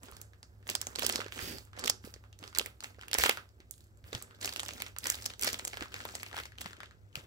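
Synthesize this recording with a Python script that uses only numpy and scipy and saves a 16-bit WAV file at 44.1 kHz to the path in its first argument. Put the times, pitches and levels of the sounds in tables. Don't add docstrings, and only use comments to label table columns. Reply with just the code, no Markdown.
import sys
import numpy as np
from scipy import signal
from scipy.fft import rfft, irfft, next_fast_len
from scipy.io import wavfile
from scipy.ndimage import uniform_filter1d

SR = 44100
rng = np.random.default_rng(int(sys.argv[2]) if len(sys.argv) > 2 else 0)


def int16_out(signal):
    q = np.round(np.clip(np.atleast_2d(signal).T, -1, 1) * 32767)
    wavfile.write(sys.argv[1], SR, q.astype(np.int16))


def how_loud(loudness_db):
    steps = np.asarray(loudness_db, float) / 20
    return 10 ** steps


N = 320166
T = np.arange(N) / SR
PORT_LAG, BASS_LAG, SLIDE_LAG = 8, 14, 15

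# t/s, level/dB
HUM_LEVEL = [(0.0, -64.5), (1.05, -59.5), (4.14, -65), (4.65, -60), (7.26, -62.5)]
# f/Hz, level/dB
AIR_SPECTRUM = [(15, -44), (25, -25.5), (90, -9.5), (124, -12), (150, -15.5), (296, -25.5), (330, -21.5),
                (809, -36.5), (927, -48.5), (7710, -47.5), (16500, -53.5)]
# f/Hz, level/dB
FILM_SPECTRUM = [(88, -35), (150, -7.5), (583, -10.5), (1230, -12), (1500, -11.5), (4690, -17),
                 (6810, -19.5), (15000, -27), (16500, -33.5)]
# t/s, left minus right level/dB
BAG_PAN = [(0.0, -3.5), (1.4, -5), (2.6, -3), (3.3, -3), (3.78, -0.5), (4.8, -3), (5.4, -.5), (6.2, 1),
           (6.7, 4), (7.26, 3)]
# full grip t/s, held t/s, effort level/dB, brightness/dB (bare film above 0, card below)
HAND_MOVES = [(0.038, 0.026, -57, -0.5), (0.13, 0.081, -64, -1), (0.693, 0.022, -47, -0.5),
              (0.8, 0.12, -59, 0), (0.989, 0.17, -43, -1), (1.329, 0.05, -49, -0.5), (1.409, 0.1, -41.5, 2),
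              (1.773, 0.08, -52, -5.5), (2.05, 0.0049, -56, 2.5), (2.24, 0.0056, -75, 0),
              (2.411, 0.065, -62, -0.5), (2.561, 0.092, -56.5, 1.5), (2.84, 0.0092, -54, 0),
              (3.019, 0.12, -68, -0.5), (3.195, 0.052, -34, 2), (3.72, 0.12, -80, 11.5),
              (4.059, 0.0307, -63.5, 2), (4.131, 0.043, -50.5, -1), (4.272, 0.088, -69, -1.5),
              (4.429, 0.034, -42.5, 0.5), (4.55, 0.3, -54.5, 0), (5.045, 0.07, -43, 2),
              (5.169, 0.11, -54.5, 1), (5.428, 0.051, -36.5, 0.5), (5.58, 0.27, -56, 0),
              (5.93, 0.28, -53, -0.5), (6.26, 0.025, -56.5, 0.5), (6.363, 0.025, -48.5, 1.5),
              (6.604, 0.082, -57, 0.5), (6.761, 0.094, -68, -3.5), (7.165, 0.017, -53.5, 0)]

# t/s, peak level/dB, film ring f/Hz, fizz level/dB
PICKING_SNAPS = [(0.0321, -39, 7660, -34), (0.1669, -39, 5130, -3), (0.2148, -37.5, 7500, 5),
                 (0.4294, -37, 4870, -34), (0.6695, -39, 1700, -22), (0.6773, -39, 6600, 4),
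                 (0.7518, -15.5, 5050, -7.5), (0.8144, -22.5, 6240, -1), (0.8689, -23.5, 6500, -19),
                 (0.958, -23, 5040, -19.5), (0.9932, -23.5, 3150, -1), (1.022, -21.5, 1210, -7.5),
                 (1.0645, -17, 5130, 1), (1.0924, -28, 3120, 8), (1.1577, -16, 5270, -14),
                 (1.3222, -28.5, 2350, -12), (1.8394, -24, 4300, -34), (1.8589, -22, 5300, -10),
                 (1.8777, -17, 3150, -10.5), (1.8978, -10, 5320, -7.5), (2.1395, -36, 4560, -26),
                 (2.328, -45, 2980, -33), (2.4388, -33.5, 3050, -47), (2.4771, -34.5, 4830, -25),
                 (2.5494, -28, 4370, -19), (2.5571, -31, 4030, -10.5), (2.5733, -31, 1290, 0),
                 (2.5854, -15.5, 4570, 3), (2.6602, -29, 2195, -1.5)]
# t/s, peak level/dB, film ring f/Hz, fizz level/dB
TEARING_SNAPS = [(2.805, -32.5, 4650, -14), (2.838, -30.5, 6900, -11), (3.0823, -33, 2770, -3),
                 (3.1134, -28, 2900, -7), (3.1313, -16, 3640, -10), (3.1413, -15.5, 6000, -1.5),
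                 (3.185, -16, 5700, -0.5), (3.237, -9.5, 2020, -9), (3.294, -9.5, 2196, -6.5),
                 (3.3723, -31.5, 1340, -6), (3.603, -44.5, 2170, -34), (3.7104, -53, 8100, 18),
                 (4.1298, -29.5, 3860, -32), (4.1495, -37, 3530, -19), (4.224, -32.5, 8150, 1),
                 (4.5246, -32, 4200, -14), (4.536, -35, 3140, -2), (4.561, -23.5, 2900, -8.5),
                 (4.5952, -20.5, 3180, -9.5), (4.632, -28.5, 8000, -30), (4.661, -32.5, 3120, -9),
                 (4.8018, -31.5, 5740, -30), (4.8204, -23.5, 2330, -2), (4.9633, -34.5, 1430, -22),
                 (4.9852, -29.5, 6250, 5), (5.0693, -19.5, 6370, -5), (5.1002, -14.5, 6860, -3.5)]
# t/s, peak level/dB, film ring f/Hz, fizz level/dB
SHAKING_SNAPS = [(5.2418, -46, 4100, -24), (5.256, -25, 5340, -7), (5.3365, -35.5, 3800, -28),
                 (5.3943, -30, 6000, -5), (5.412, -35, 5170, 7), (5.4453, -26.5, 1190, 6),
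                 (5.53, -23.5, 6000, -4), (5.5894, -30.5, 6800, -14), (5.65, -23.5, 7600, -7.5),
                 (5.7409, -34.5, 1870, -22), (5.7711, -28, 1670, -11), (5.808, -28.5, 2030, -30),
                 (5.8234, -23.5, 1630, -21), (5.9417, -25.5, 2490, -24), (6.0025, -57, 1620, -18),
                 (6.02, -45, 3150, -15), (6.0519, -27.5, 1050, -5.5), (6.152, -25.5, 6760, -21),
                 (6.231, -27, 2204, -4.5), (6.3664, -28, 1840, -11), (6.659, -29, 1860, -30),
                 (6.8033, -37, 1510, -36), (7.128, -54, 2990, -31), (7.155, -23.5, 2700, -10)]
# t/s, peak level/dB, film ring
# f/Hz, fizz level/dB
FURTHER_SNAPS = [(0.1139, -49.5, 1130, 8), (1.8442, -27, 4200, -4), (3.0805, -44, 1500, -11),
                 (3.1845, -22.5, 1990, -13), (3.2635, -17, 1250, -4.5), (3.31, -20.5, 3070, -25.5),
                 (3.7098, -42, 4200, 15), (3.7793, -55.5, 3820, -6), (3.8683, -60.5, 8400, -12.5),
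                 (4.4162, -36, 7130, -11), (4.4458, -21, 4600, -16), (5.0578, -32, 2050, -21.5),
                 (6.61, -34, 3200, 1), (6.617, -38, 8200, 4),
                 (0.954, -33, 4000, -25), (1.0446, -23.5, 3480, -10), (1.142, -37, 2480, -13),
                  (1.18, -29, 3500, -25), (1.788, -33, 3500, -17), (4.409, -43, 6000, -17),
                  (4.476, -24.5, 2460, -21), (4.5268, -32, 4830, -12), (4.569, -33, 5500, -11),
                  (4.578, -38, 5440, -6), (4.758, -47, 1990, -7), (4.809, -35, 3500, -14),
                  (4.871, -39, 3000, -18), (5.005, -44, 4000, -7), (5.033, -39, 4000, -16),
                  (5.645, -46, 7500, 3), (5.673, -31, 7000, -14), (6.263, -34, 2400, -26),
                  (6.400, -31, 2000, -8), (6.579, -44, 2480, -18), (6.699, -46, 2000, -22),
                  (6.725, -60, 3000, -25), (3.808, -59, 7700, 2), (3.842, -57, 7560, 0),
                  (3.243, -30, 2480, 3), (1.8955, -24, 5500, -8)]
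# t/s, peak level/dB, ring f/Hz
SMALL_TICKS = [(0.057, -48, 6600), (0.3336, -48, 1770), (0.6905, -22.5, 2700), (0.6992, -20, 5960),
               (0.8263, -35.5, 1775), (1.031, -22.5, 5100), (1.049, -24, 5030), (1.1242, -24, 5900),
               (1.1928, -35, 4450), (1.2081, -28, 3260), (1.2442, -35, 2930), (1.263, -34.5, 1580),
               (1.378, -36, 1910), (1.3898, -28, 1880), (1.5836, -33, 4500), (1.7317, -42, 1490),
               (1.793, -29, 5880), (2.4279, -36.5, 1285), (2.5955, -18, 3130), (2.613, -27.5, 3000),
               (3.0119, -36, 3000), (3.0334, -37.5, 1636), (3.149, -16.5, 1950), (3.1973, -21.5, 1960),
               (3.2602, -14, 1920), (3.806, -48.5, 4070), (3.8392, -57, 4370), (4.041, -45, 1940),
               (4.4124, -32, 4100), (4.4566, -22.5, 6950),
               (4.4916, -26, 4540), (4.6891, -26.5, 2700), (4.734, -35, 6200), (5.0413, -28, 5070),
              (5.056, -23.5, 2080), (5.1211, -27, 5960), (5.144, -26, 4120), (5.1534, -29, 5630),
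              (5.2606, -42, 5700), (5.302, -36, 2800), (5.423, -23, 7440), (5.4343, -21.5, 4600),
              (5.4682, -25, 5170), (5.478, -19, 4370), (5.5426, -23, 3400), (5.594, -28, 2300),
              (5.6776, -26, 7000), (6.089, -34, 1670), (6.329, -32.5, 1570), (6.3444, -34, 1390),
              (6.375, -31.5, 1740), (6.3871, -27.5, 1940), (6.435, -36, 2850), (6.4542, -35, 2130),
              (6.5836, -32.5, 2960), (6.614, -27.5, 3320), (6.767, -44, 2450), (6.832, -33, 1760),
              (6.8578, -43, 3130), (6.9099, -43.5, 1610),
               (0.711, -30, 4700), (1.0967, -17, 3180), (1.282, -37, 2220), (1.651, -51, 8000),
                  (1.766, -41, 1760), (2.1613, -46, 1990), (2.389, -43.5, 6200), (2.528, -41, 1480),
                  (2.826, -39.5, 1410), (2.857, -39, 2080), (2.945, -50, 1990), (2.963, -59.5, 2930),
                  (3.0235, -39, 2000), (3.739, -48, 4120), (3.78, -55, 7660), (3.973, -59, 7630),
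                  (4.309, -42.5, 1460), (4.3473, -48, 3900), (4.779, -43.5, 1300), (4.864, -33, 2200),
                  (5.2226, -32, 5000), (5.92, -39, 1700), (5.9548, -37, 1630), (6.1983, -36, 2700),
                  (6.313, -37, 1160), (6.52, -43, 1800), (6.7084, -41, 1760),
               (0.0852, -42, 1280), (0.1229, -44, 1250), (0.6272, -53, 1750), (0.9866, -24, 3070),
               (1.2037, -26.5, 1500), (1.2161, -28.5, 1540), (1.3222, -51, 1770), (1.3993, -33, 1270),
               (1.6726, -51.5, 1220), (1.7989, -37, 5060), (1.8027, -39.5, 1660), (1.8553, -31, 5070),
               (1.874, -21, 4730), (2.0402, -42.5, 1380), (2.0496, -43, 5130), (2.239, -46, 1240),
               (2.5619, -28, 2034), (2.8426, -27.5, 2420), (2.9864, -50, 1320), (2.9922, -46, 1450),
               (3.0006, -69.5, 3930), (3.0055, -51.5, 2100), (3.3723, -29.5, 1500), (3.49, -53, 4990),
               (4.1496, -23, 3630), (4.2154, -41.5, 1250), (4.5362, -47, 3200), (4.6015, -26.5, 6500),
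               (4.6506, -37, 6310), (4.6833, -28.5, 5630), (4.7075, -31, 2500), (4.8777, -42.5, 2410),
               (4.8817, -45, 6400), (5.0835, -37, 3130), (5.1003, -63, 7500), (5.2317, -46, 5370),
               (5.2424, -37, 4100), (5.2603, -20, 5600), (5.2992, -37, 3960), (5.303, -32, 3130),
               (5.3137, -44, 2020), (5.4332, -23.5, 7600), (5.474, -20.5, 5070), (5.4884, -24, 5140),
               (5.7324, -30, 1990), (5.8573, -38, 1180), (5.9633, -32.5, 1830), (5.9836, -43, 2630),
               (6.0032, -32, 1630), (6.3796, -28, 1710), (6.4556, -37.5, 5240), (6.5548, -51, 1960),
               (6.6082, -38, 3080), (6.6441, -39, 1660), (6.731, -38, 1440), (6.8039, -33.5, 1690)]

# t/s, peak level/dB, f/Hz
CLOTH_THUMPS = [(0.125, -48, 75.6), (1.425, -42, 90), (3.185, -37.5, 66), (3.233, -41.5, 86),
                (4.036, -47.5, 94.2), (4.145, -38, 111), (5.817, -48, 103), (5.962, -47, 101),
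                (6.594, -51, 67.3)]
# t/s, peak level/dB, f/Hz
KNOCKS = [(.038, -48.5, 253), (.1, -51, 400), (1.475, -39, 286), (1.51, -41, 220),
          (1.843, -39, 418), (3.257, -27, 457), (5.474, -28, 565), (1.154, -37.5, 272),
          (1.261, -36, 415), (2.044, -41, 230), (2.423, -45, 283), (2.608, -33.5, 463),
          (3.601, -51.5, 323), (4.149, -35.5, 120.2), (5.818, -34.5, 317), (6.655, -42.5, 190),
          (7.172, -42.5, 130.6),
          (0.7114, -44, 320), (0.986, -36.5, 448), (1.0346, -28.5, 606), (1.0468, -31.5, 477),
                (1.0956, -28, 800), (1.1908, -30.5, 470), (1.8541, -33, 470), (2.0736, -40.5, 450),
                (2.1624, -47.5, 425), (2.4491, -46, 430), (2.5853, -40, 350), (2.6742, -47, 510),
                (2.9848, -46, 490), (3.1308, -42.5, 486), (3.1845, -38.5, 480), (3.2931, -25, 495),
                (3.3697, -55, 730), (4.1282, -36.5, 450), (4.7067, -47, 462), (4.7362, -44, 590),
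                (6.1399, -42, 780), (6.2288, -48, 685), (6.3424, -34.5, 820)]


def unit(x):
    return x / np.sqrt(np.mean(x ** 2))


def band(x, lo_hz, hi_hz, order=2):
    edges = [lo_hz, min(hi_hz, 0.45 * SR)]
    return signal.sosfilt(signal.butter(order, edges, "bandpass", fs=SR, output="sos"), x)


def colour(x, points):
    hz, db = np.transpose(points)
    size = next_fast_len(N)
    f = np.arange(size // 2 + 1) * SR / size + 1
    gain = how_loud(np.interp(np.log(f), np.log(hz), db))
    return irfft(rfft(x, size) * gain, size)[..., :N]


def ports(near, other, pan_db, alike, lag=PORT_LAG):
    alike = np.clip(alike, 0, 1)
    left = alike * np.roll(near, lag) + np.sqrt(1 - alike ** 2) * other
    return np.array([left * how_loud(pan_db / 2), near * how_loud(-pan_db / 2)])


def heard(part, db, pan_db, alike, lag=PORT_LAG):
    near, other, around = part / np.abs(part).max(axis=1, keepdims=True)
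    pair = ports(near, other, pan_db, alike, lag)
    peak = np.sqrt(np.mean(np.abs(pair).max(axis=1) ** 2))
    return how_loud(db) * np.vstack([pair / peak, around])


def add(out, x, s):
    i = int(s * SR)
    out[:, i:i + x.shape[1]] += x[:, :N - i]


def appliance():
    duck = how_loud(np.interp(T, *np.transpose(HUM_LEVEL)))
    noise = rng.standard_normal((5, N))
    hum = np.sqrt(2) * np.sin(2 * np.pi * 100.3 * T) + 0.58 * unit(band(noise[0], 95.7, 108))
    drone = unit(band(noise[1], 55, 75)) + 0.62 * unit(band(noise[2:4], 58, 97))
    bass = band(noise[4], 27, 560, order=1)
    air = colour(noise[2:4] + 4.4 * bass, AIR_SPECTRUM)
    return duck * (hum + drone) * how_loud([[-0.5], [0.5]]) + how_loud(-66.5) * unit(air)


def effort():
    grab_db_s, let_go_db_s, rest_db = 739, 208, -74.5
    s, held, db, bright_db = np.transpose(HAND_MOVES)[:, :, None]
    t = T[::64]
    ramp = grab_db_s * np.maximum(s - t, 0) + let_go_db_s * np.maximum(t - s - np.abs(held), 0)
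    power = how_loud(2 * (db - ramp))
    total = power.sum(axis=0) + how_loud(2 * rest_db)
    bright = (power * bright_db).sum(axis=0) / total
    return np.interp(T, t, 10 * np.log10(total)), np.interp(T, t, bright)


def crackle(rate, spread_db, ring_s):
    hit, size = rng.random(N), rng.exponential(size=N)
    slips = (hit < rate / SR) * how_loud(spread_db * np.minimum(size, 2.6))
    puff = signal.lfilter([1], [1, -np.exp(-1 / (ring_s * SR))], slips ** 2) ** 0.5
    return unit(puff * rng.standard_normal((2, N)))


def rustle():
    film_db, bright_db = effort()
    card_db = -57.5 + 0.58 * (film_db + 56) - bright_db
    sheen_db = -63 + 0.88 * (film_db + 54) + 2.3 * bright_db
    edge_db = card_db - 1.5 + 0.2 * np.minimum(film_db + 63.5, 0)
    pan_db = np.interp(T, *np.transpose(BAG_PAN))

    slide = uniform_filter1d(1.0 * (T > 1.4) * (T < 1.58), size=2048)
    edge_db = edge_db - 6 * slide
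    grip = (1 - 0.75 * slide) * np.clip((film_db + 82) / 16, 0.2, 1)
    patches = sum(unit(band(crackle(90, 3.5, 0.001), hz / 1.25, hz * 1.25))
                  for hz in (1900, 3000, 4800, 7400))
    fine = crackle(3000, 2.5, 0.0006)
    coarse = unit(patches) + 0.6 * unit(band(crackle(120, 3.5, 0.0008), 300, 7000))
    slips = colour(grip * coarse + (1.48 - grip) * fine, FILM_SPECTRUM)
    card = colour(grip * crackle(220, 3.2, 0.002), FILM_SPECTRUM) + 0.6 * slips

    skin = unit(band(slips, 1400, 11000, order=3))
    film = np.sqrt(1 - slide) * ports(*skin, pan_db, 0.51)
    film += np.sqrt(slide) * ports(*skin, pan_db, 0.55, SLIDE_LAG)
    film *= how_loud(film_db)
    glitter = unit(band(fine + grip * crackle(260, 2.6, 0.0011), 9000, 24000, order=3))
    sheen = how_loud(sheen_db) * ports(*glitter, pan_db - 8.5, 0.18)
    scrape = how_loud(card_db) * ports(*unit(band(card, 200, 964)), pan_db + 0.5, 0.86, BASS_LAG)
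    scrape += how_loud(edge_db) * ports(*unit(band(card, 740, 1880)), pan_db + 0.11, 0.8, 11)

    rumble = unit(band(crackle(1800, 2.1, 0.0013), 150, 460))
    drag = how_loud(-50.5) * slide * ports(*rumble, pan_db + 3, 0.81, SLIDE_LAG)
    seam_hz = 5280
    seam = unit(band(fine, seam_hz / 1.2, seam_hz * 0.98))
    drag += how_loud(-56.5) * slide * ports(*seam, pan_db, 0.55, SLIDE_LAG)
    return film + sheen + scrape + drag


def room(x):
    t60_s, fast_t60_s, gap_s = 0.23, 0.1, 0.0053
    t = T[:SR // 2]
    tail = rng.standard_normal((2, len(t))) * how_loud(-60 * t / t60_s) * (t > gap_s)
    tail = band(tail, 95, 9400) + 0.93 * tail * how_loud(-60 * t / fast_t60_s)
    tail /= np.sqrt(np.sum(tail ** 2, axis=1, keepdims=True))
    tail = ports(*tail, -3, 0.4)
    return how_loud(-6) * signal.fftconvolve(x[None], tail, axes=1)[:, :N]


def snaps():
    out, t = np.zeros((3, N)), T[:768]
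    fizz_base_db, fizz_db_per_octave = -32, 13
    ticks = [(s, db, hz, fizz_base_db + fizz_db_per_octave * np.log2(hz / 1500))
             for s, db, hz in SMALL_TICKS]
    rows = PICKING_SNAPS + TEARING_SNAPS + SHAKING_SNAPS + ticks + FURTHER_SNAPS

    chance = rng.standard_normal((len(rows), 5, 3, len(t)))
    chance[:, :, 2] = t == 0
    chance[:, 1:3, :2, 10] += 6
    settle = uniform_filter1d(1.0 * (chance[:, 4, :1] > 2.7), size=24) * 24
    onset = 1 - np.exp(-(t + 1 / SR) / 0.0004)
    flips = onset * (np.exp(-t / 0.001) + (0.045 + 0.25 * settle) * np.exp(-t / 0.006))
    fizzes = band(chance[:, 2] * flips, 6500, 16400)

    boom_hz = 690 * 2 ** (0.75 * np.clip(chance[:, 4, 1, 0], -1, 1))
    pushes = chance[:, 3] * np.exp(-t / 0.003)
    wides = band(pushes, 380, 2000)
    booms = [band(push, hz / 0.77, hz * 2.65, order=1) + 2.1 * wide
             for push, hz, wide in zip(pushes, boom_hz, wides)]

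    for (s, db, hz, fizz_db), c, flip, fizz, boom in zip(rows, chance, flips, fizzes, booms):
        boom_db = -10 + 2.5 * np.log2(hz / 1500)
        boom_db -= 0.5 * max(fizz_db - fizz_base_db, 0) * (hz > 2200)
        boom_db += 0.83 * min(db + 32, 0)
        pan_db = np.interp(s, *np.transpose(BAG_PAN))
        film = 4.06 * band(c[0] * flip, hz * 0.86, hz * 1.12, order=1)
        film += band(c[1] * flip, 900 + 0.057 * hz, 2300 + 1.1 * hz)
        sound = heard(film, db + 1, pan_db, 0.38 + 0.28 * (hz < 2500))
        sound += heard(boom, db + boom_db + 4.5, pan_db - 1.5, 0.85, BASS_LAG)
        sound += heard(fizz, db + fizz_db + 5.5, pan_db - 21, 0.14)
        sound[2] *= how_loud(-0.2 * (db + 38))
        add(out, sound, s)
    return out


def thumps():
    out, t = np.zeros((2, N)), T[:8192]
    for s, db, hz in CLOTH_THUMPS + KNOCKS:
        envelope = (1 - np.exp(-t * hz / 0.29)) * how_loud(-60 * t * hz / 7)
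        blow = np.sin(2 * np.pi * hz * t) * envelope
        add(out, how_loud(db) * ports(blow, blow, -6, 0.98, BASS_LAG) / np.abs(blow).max(), s)
    return out


def scene():
    background, soft, sharp = appliance(), rustle(), snaps()
    answer = room(sharp[2] + 0.52 * soft[1])
    return background + soft + answer + sharp[:2] + thumps()


def low_pass(x):
    return signal.sosfilt(signal.butter(12, 17150, fs=SR, output="sos"), x)


def record(dry):
    port_hz, port_width_hz, top_hz, click_top_hz = 7640, 710, 15750, 16600
    rung = dry + band(dry, port_hz - port_width_hz / 2, port_hz + port_width_hz / 2, order=1)
    cut, wide = (signal.sosfilt(signal.ellip(10, 0.5, 80, hz, fs=SR, output="sos"), rung)
                 for hz in (top_hz, click_top_hz))
    top = band(wide, top_hz + 150, click_top_hz, order=4)
    power = np.sum(top ** 2, axis=0)
    click = uniform_filter1d(power, size=128) > 6 * uniform_filter1d(power, size=2048)
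    gate = np.minimum(3 * uniform_filter1d(1.0 * click, size=256), 1)
    return low_pass(cut + how_loud(-11) * top * gate)


dry = scene()
out = record(dry)
int16_out(out)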